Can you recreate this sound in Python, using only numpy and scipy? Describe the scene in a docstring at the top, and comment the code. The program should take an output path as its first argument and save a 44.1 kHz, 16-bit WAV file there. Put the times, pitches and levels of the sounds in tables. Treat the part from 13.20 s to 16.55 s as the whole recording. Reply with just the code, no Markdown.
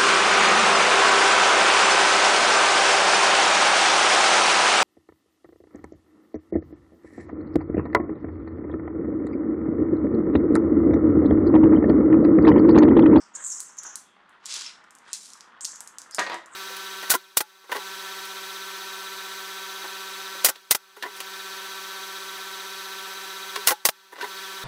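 """In a small kitchen, seeds roast in an iron pan over a gas flame, and single seeds pop with sharp ticks.
A silicone spatula stirs: the heap rustles, seeds hiss and squeak over the metal or are swept across it.
Near the end the pan knocks and rattles on its stand. Flame, rub and swish are coloured noise and grains,
squeaks are gliding tones, pops are damped clicks, and knocks are noise bursts with ringing pan modes."""
import sys
import numpy as np
from scipy import signal
from scipy.fft import rfft, irfft
from scipy.io import wavfile

SR = 44100
rng = np.random.default_rng(int(sys.argv[2]) if len(sys.argv) > 2 else 0)


def output_pcm(signal):
    """Save a mono or channel-first signal as 16-bit PCM at the path in sys.argv[1].

    Samples are clipped to [-1, 1] before scaling.
    """
    pcm = np.clip(np.atleast_2d(signal).T, -1, 1) * 32767
    wavfile.write(sys.argv[1], SR, np.round(pcm).astype(np.int16))


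N = 147735
T = np.arange(N) / SR   # time in seconds


def from_db(db):
    """Decibels to gain."""
    return 10 ** (np.asarray(db) / 20)


def rms_one(x):
    """Scale to unit rms over the whole sound."""
    return x / np.sqrt(np.mean(x ** 2) + 1e-20)


def lowpass(x, hz, order=2):
    """Soften everything above an edge."""
    return signal.sosfilt(signal.butter(order, hz, fs=SR, output="sos"), x)


def highpass(x, hz, order=2):
    """Thin out everything below an edge."""
    return signal.sosfilt(signal.butter(order, hz, "high", fs=SR, output="sos"), x)


def band(x, hz, width_hz, order):
    """Band-pass about a fixed centre."""
    edges = np.clip([hz - width_hz / 2, hz + width_hz / 2], 20, .48 * SR)
    return signal.sosfilt(signal.butter(order, edges, "band", fs=SR, output="sos"), x)


def moving_band(x, hz, width_hz, order):
    """Band-pass about a centre that moves in time; rms 1."""
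    turn = np.exp(2j * np.pi * np.cumsum(hz) / SR)
    # turn the centre down to 0 Hz, low-pass there, turn it back up
    around_zero = lowpass(x / turn, width_hz / 2, order)
    return rms_one(np.real(turn * around_zero))


def colour(x, points):
    """Shape a steady sound with a spectrum drawn over log frequency; rms 1."""
    hz, db = np.transpose(points)
    log_hz = np.log(np.fft.rfftfreq(N, 1 / SR) + 1)
    gain = from_db(np.interp(log_hz, np.log(hz), db))
    return rms_one(irfft(rfft(x) * gain, N))


def wobble(hz):
    """Low-passed noise as a random wobble; rms 1."""
    return rms_one(lowpass(rng.standard_normal(N), hz))


def add(out, s, x):
    """Mix a short sound in at a time."""
    i = int(np.clip(s * SR, 0, N - 1))
    out[i:i + len(x)] += x[:N - i]


def dying(noise, t60):
    """One second of noise dying away; energy 1."""
    x = noise[:SR] * from_db(-60 * T[:SR] / t60)
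    return x / np.sqrt(np.sum(x ** 2))


TREBLE_HZ = 8900   # treble above this dies at its own rate


def echoes(x, db, t60, delay_s, treble_t60):
    """Add dense reflections that die away, the treble at its own rate."""
    noise = rng.standard_normal(SR)
    low = signal.sosfiltfilt(signal.butter(2, TREBLE_HZ, fs=SR, output="sos"), noise)
    extra_loss = max(1 / treble_t60 - 1 / t60, 0)
    high = (noise - low) * from_db(-60 * T[:SR] * extra_loss)
    tail = dying(low + high, t60)
    response = np.r_[np.zeros(int(delay_s * SR)), tail]
    return x + from_db(db) * signal.fftconvolve(x, response)[:len(x)]


ROOM_DB, KNOCK_ROOM_DB = -5.5, -3.5   # room level for the seeds and for the knocks
ROOM_T60_S, ROOM_DELAY_S, TREBLE_T60_S = 0.31, .003, 0.25   # the room's treble dies sooner


def kitchen(x, db=ROOM_DB):
    """Wall echoes of the room, with a fresh pattern for every sound sent in."""
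    return echoes(x, db, ROOM_T60_S, ROOM_DELAY_S, TREBLE_T60_S)


CLUMP_DB, CLUMP_HZ = 3.5, 110   # the seeds move in small jerks: depth and speed
GRAINS_PER_S, GRAIN_SPREAD_DB = 5000, 0.5   # seed contacts: rate, spread of sizes


def grains(per_s=GRAINS_PER_S, spread_db=GRAIN_SPREAD_DB):
    """Seed contacts of uneven size, in clumps; rms 1."""
    sizes = from_db(spread_db * np.minimum(rng.exponential(1, N), 4)) * rng.choice([-1, 1], N)
    clumps = from_db(CLUMP_DB * wobble(CLUMP_HZ))
    hits = rng.random(N) < per_s / SR
    return rms_one(sizes * clumps * hits) + 1e-18


STROKE_RANGE_DB = 23.5   # the fade has lost twice this after one fall time


def stroke(start, rise, fall):
    """A push swells smoothly to its peak, then fades faster and faster."""
    swell = np.sin(np.pi / 2 * np.clip((T - start) / rise, 0, 1)) ** 2
    spent = np.maximum(T - start - rise, 0) / fall
    return swell * from_db(-STROKE_RANGE_DB * (spent + spent ** 2))


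# The breath of the gas flame. Each row: frequency in Hz, relative level in dB.
FLAME_COLOUR = [(25, -26), (45, -32.5), (70, -10.5), (120, -17.5), (190, 1), (330, -1.5), (600, -8),
                (1200, 1), (2500, -6.5), (5000, -21.5), (9000, -33.5), (16000, -61)]
FLAME_DB = -62   # rms level


def flame():
    """Turbulent burning gas is a steady coloured noise."""
    return from_db(FLAME_DB) * colour(rng.standard_normal(N), FLAME_COLOUR)


# The pan meets its stand. Each row: time in seconds, relative level in dB.
STAND_KNOCKS = [(2.9835, -2.5), (2.9893, 0), (2.9952, -7), (2.9995, -6), (3.038, -22), (3.065, -8.5),
                (3.098, -8.5), (3.118, -9.5), (3.131, -9.5), (3.143, -13)]
# Tone of the clatter. Each row: frequency in Hz, relative level in dB.
CLATTER_COLOUR = [(40, -6), (120, -28), (200, -9), (320, -3), (430, -6), (540, 3.5), (850, 2.5),
                  (1400, -0.5), (2000, 1), (2700, -7), (4000, -9.5), (6000, -20), (9000, -32), (16000, -77)]
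# Ringing modes of the pan. Each row: frequency in Hz, relative level in dB, 60 dB decay time in seconds.
PAN_MODES = [(339, 9, 0.11), (545.2, 0.5, 0.37), (700, -1, 0.27), (950, -8, 0.23), (992, 15, 0.1),
             (1086, 1, 0.22), (1260, -13, .3), (1460, 2, 0.25), (1770, -9, 0.27), (1880, 7, 0.34),
             (1945, 4, 0.14), (3050, -5, 0.1)]
CLATTER_T60_S, CLATTER_DB, RING_DB = 0.073, 4, -45.5   # decay of the clatter; levels of clatter and ring
KNOCK_LOW_HZ = 218   # the pan radiates little bass


def knocks():
    """Each contact gives a short dense clatter and rings the pan's modes."""
    out, t = np.zeros(N), T[:SR]
    hz, mode_db, t60 = np.transpose(PAN_MODES)[:, :, None]
    modes = from_db(mode_db + RING_DB - 60 * t / t60) * np.sin(2 * np.pi * hz * t)
    noise = colour(rng.standard_normal(N), CLATTER_COLOUR)
    for k, (s, db) in enumerate(STAND_KNOCKS):
        # each knock strikes the modes a little differently
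        strengths = from_db(rng.normal(0, 1, len(PAN_MODES))) * rng.choice([-1, 1], len(PAN_MODES))
        clatter = dying(np.roll(noise, k * SR // 10), CLATTER_T60_S)
        add(out, s, from_db(db) * (from_db(CLATTER_DB) * clatter + strengths @ modes))
    return highpass(kitchen(out, KNOCK_ROOM_DB), KNOCK_LOW_HZ)


# Push of the spatula in the heap. Each row: time in seconds, relative level in dB.
STIR_PUSH = [(0, -53), (.11, -61.5), (.16, -49.5), (.2, -46), (.26, -52.5), (.4, -54.5), (.55, -58.5),
             (.66, -47), (.75, -51.5), (.82, -63), (.91, -75), (.97, -64.5), (1.13, -54.5), (1.19, -59.5),
             (1.24, -55), (1.37, -49.5), (1.55, -57), (1.63, -53), (1.78, -59), (1.9, -49), (2.02, -76.5),
             (2.11, -57.5), (2.36, -53), (2.7, -55.5), (2.85, -53), (3.28, -53.5), (3.35, -45.5)]
# Soft bumps of the blade in the heap. Each row: time in seconds, relative level in dB.
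BLADE_BUMPS = [(0.967, -52.5), (1.003, -55.5), (2.367, -60), (2.61, -49.5)]
# Tone of the broad rustle. Each row: frequency in Hz, relative level in dB.
HEAP_COLOUR = [(200, -20.5), (400, -10), (700, -8.5), (950, -0.5), (1800, -1), (2400, -15), (3400, -12),
               (4500, -23.5), (8000, -47.5)]
BUMP_S = 0.0031   # time from a bump's peak to 1/e
RUB_HZ, RUB_HZ_PER_DB, RUB_WIDTH_HZ = 1212, 29, 580   # rub resonance: mean centre, rise with the push, width
RUB_BAND_DB, RUSTLE_DB = -4.5, -2.5   # levels of that resonance and of the broad rustle


def rustle():
    """The dull rub of the heap grows louder and brighter with the push, with a few soft bumps."""
    push_db = np.interp(T, *np.transpose(STIR_PUSH))
    push = from_db(push_db)
    for s, db in BLADE_BUMPS:
        push = push + from_db(db) * np.exp(-((T - s) / BUMP_S) ** 2)
    centre = RUB_HZ + RUB_HZ_PER_DB * (push_db - push_db.mean())
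    rub = moving_band(grains(), centre, RUB_WIDTH_HZ, order=3)
    broad = colour(grains(), HEAP_COLOUR)
    return push * (from_db(RUSTLE_DB) * broad + from_db(RUB_BAND_DB) * rub)


# The blade squeaks. Each row: start in seconds, length in seconds, start pitch in Hz, end pitch in Hz,
# relative level in dB.
BLADE_SQUEAKS = [(0.136, 0.048, 6900, 6380, -44.5), (0.297, 0.045, 6910, 5300, -36),
                 (0.594, 0.013, 6100, 6170, -44), (0.629, 0.053, 6380, 6330, -46),
                 (1.453, 0.029, 5340, 5280, -37), (2.914, 0.05, 4760, 5370, -46),
                 (2.929, 0.057, 5260, 4920, -43)]
ROUGHNESS_HZ = 280   # how fast squeaks waver in level and phase


def squeaks():
    """Stick-slip gives short, rough, gliding whistles."""
    out = 0
    for s, length, start_hz, end_hz, db in BLADE_SQUEAKS:
        along = np.clip((T - s) / length, 0, 1)
        phase = 2 * np.pi * np.cumsum(start_hz + (end_hz - start_hz) * along) / SR
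        a, b = rms_one(lowpass(rng.standard_normal((2, N)), ROUGHNESS_HZ))
        whistle = a * np.cos(phase) + b * np.sin(phase)
        out = out + from_db(db) * np.sin(np.pi * along) * whistle
    return out


# The heap is swept over the pan. Each row: start in seconds, rise in seconds, fall in seconds,
# relative level in dB, lower edge in Hz, upper edge in Hz (held below 0.45 of the sample rate).
SWEEP_STROKES = [(0.225, 0.072, 0.2, -47, 10000, 13000), (1.185, 0.12, 0.087, -50, 2400, 3000),
                 (1.25, 0.0093, 0.09, -39, 4600, 9100), (1.268, 0.037, 0.29, -33.5, 3700, 6700),
                 (1.264, 0.13, 0.13, -37.5, 2900, 7400), (1.374, 0.086, 0.18, -40, 2670, 5300),
                 (1.8, 0.13, 0.053, -53, 2000, 5400), (1.935, 0.002, 0.067, -33, 4200, 8800),
                 (1.933, 0.13, 0.28, -45.5, 4300, 25000)]
# Tone of the swish. Each row: frequency in Hz, relative level in dB.
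SWISH_COLOUR = [(1500, 6), (3000, 1), (4200, 2), (5500, 1), (7500, 1), (10000, -4), (13000, -18.5),
                (16000, -35.5)]
# single seeds landing: rate, level against the dense contacts, spread of sizes
PATTER_PER_S, PATTER_DB, PATTER_SPREAD_DB = 200, -5.5, -1.5


def sweeps():
    """Many loose seeds tumble over the iron; single ones patter out of the swish."""
    out = 0
    for start, rise, fall, db, low_hz, high_hz in SWEEP_STROKES:
        patter = from_db(PATTER_DB) * grains(PATTER_PER_S, PATTER_SPREAD_DB)
        swish = highpass(colour(grains() + patter, SWISH_COLOUR), low_hz, order=3)
        swish = lowpass(swish, min(high_hz, .45 * SR))
        out = out + from_db(db) * stroke(start, rise, fall) * rms_one(swish)
    return out


# Seeds pressed along the metal. Each row: start in seconds, rise in seconds, fall in seconds,
# relative level in dB, centre at the peak in Hz, width in Hz.
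SCRAPE_STROKES = [(0, 0.0038, 0.16, -52, 5370, 1280), (0, 0.0087, 0.22, -57.5, 7330, 2300),
                  (0.149, 0.00696, 0.025, -27.5, 7300, 2550), (.17, 0.059, 0.22, -40, 7380, 1700),
                  (.225, 0.043, 0.1, -30.5, 7350, 1581), (0.279, 0.049, 0.35, -35, 7330, 2200),
                  (.574, 0.013, 0.047, -34.5, 6630, 1400), (0.601, 0.072, 0.17, -39.5, 6460, 1599),
                  (0.781, 0.1, 0.48, -67.5, 3350, 457), (1.1, 0.035, 0.079, -64, 3130, 1170),
                  (1.831, 0.16, 0.14, -53.5, 7700, 2700), (2.404, 0.016, 0.2, -36.5, 7550, 1880),
                  (2.46, 0.079, 0.15, -47, 6770, 2120), (3.29, 0.077, 0.11, -51, 7580, 2030)]
SCRAPE_SAG = 0.063   # share of its pitch that a scrape loses over the fall as the blade slows
SCRAPE_SKIRT_DB, SCRAPE_DB = -14.5, -2   # broad grit around each scrape; level of all scrapes
# half-formed squeaks: level, swing as a share of the width, speed
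SING_DB, SING_WANDER, SING_WANDER_HZ = -2.5, 0.36, 30.2


def scrapes():
    """Seeds sliding under the blade hiss in a sinking high band, with broad grit and wandering squeaks."""
    out, contacts = 0, grains()
    singers = [(wobble(SING_WANDER_HZ), wobble(ROUGHNESS_HZ)) for _ in range(2)]
    for start, rise, fall, db, hz, width_hz in SCRAPE_STROKES:
        centre = hz * (1 - SCRAPE_SAG * np.clip((T - start - rise) / fall, -1, 1))
        hiss = moving_band(contacts, centre, width_hz, order=3)
        grit = rms_one(band(band(contacts, hz, 5000, order=1), hz, 5000, order=1))
        sing = 0
        for wander, grip in singers:
            pitch = centre + SING_WANDER * width_hz * wander
            sing = sing + grip * np.sin(2 * np.pi * np.cumsum(pitch) / SR)
        scrape = hiss + from_db(SCRAPE_SKIRT_DB) * grit + from_db(SING_DB) * sing
        out = out + from_db(db + SCRAPE_DB) * stroke(start, rise, fall) * scrape
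    return out


STIRRING_DB = -1.5   # level of all the stirring


def stirring():
    """The spatula's work: scrapes, sweeps, squeaks and rustle, sent through the room in three groups."""
    return from_db(STIRRING_DB) * (kitchen(scrapes()) + kitchen(sweeps()) + kitchen(squeaks() + rustle()))


# A seed bursts. Each row: time in seconds, relative peak level in dB, pitch in Hz.
SEED_POPS = [(0.404, -13.5, 8140), (0.5709, -34.5, 7700), (0.6343, -23.5, 7400), (.7568, -13.5, 7700),
             (1.094, -47, 8300), (1.2576, -18, 7170), (1.3414, -16, 7140), (1.411, -21, 5550),
             (1.641, -46, 6460), (1.7077, -34, 7750), (1.7517, -32.5, 8060), (1.786, -38, 7200),
             (1.9318, -9.5, 7120), (2.1346, -26.5, 6640), (2.208, -27.5, 5660), (2.409, -23.5, 6600),
             (2.4475, -14, 6600), (2.4518, -10, 6440), (2.5583, -26, 6900), (2.606, -18.5, 8260),
             (2.6752, -23, 7570), (2.7848, -18, 7130), (2.8177, -26.5, 6750), (2.911, -26.5, 7540),
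             (2.9471, -12, 7760), (2.9946, -12.5, 6500), (3.144, -25, 7100), (3.2602, -33, 7500)]
POP_WIDTH, POP_DB = 0.61, 1   # bandwidth as a share of the pitch; level of all pops
BOWL_DB, BOWL_T60_S = -5.5, 0.03   # quick echoes inside the pan


def pops():
    """Each burst hull is one heavily damped click, echoed by the bowl and the room."""
    out, impulse = np.zeros(N), signal.unit_impulse(SR // 2) + 1e-18
    for s, db, hz in SEED_POPS:
        click = band(band(impulse, hz, POP_WIDTH * hz, order=1), hz, POP_WIDTH * hz, order=1)
        in_bowl = echoes(click / abs(click).max(), BOWL_DB, BOWL_T60_S, .0003, BOWL_T60_S)
        add(out, s, from_db(db + POP_DB) * kitchen(in_bowl))
    return out


def scene():
    """Flame, stand, stirring and pops together, the same in both ears."""
    x = flame() + knocks() + stirring() + pops()
    return np.array([x, x])


MIC_TOP_HZ, CUTOFF_HZ = 12600, 16300   # gentle and steep treble limits


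def record(dry):
    """The microphone softens the highest treble; the top is cut steeply."""
    soft = lowpass(dry, MIC_TOP_HZ)
    return signal.sosfilt(signal.ellip(10, .1, 80, CUTOFF_HZ, fs=SR, output="sos"), soft)


dry = scene()
out = record(dry)
output_pcm(out)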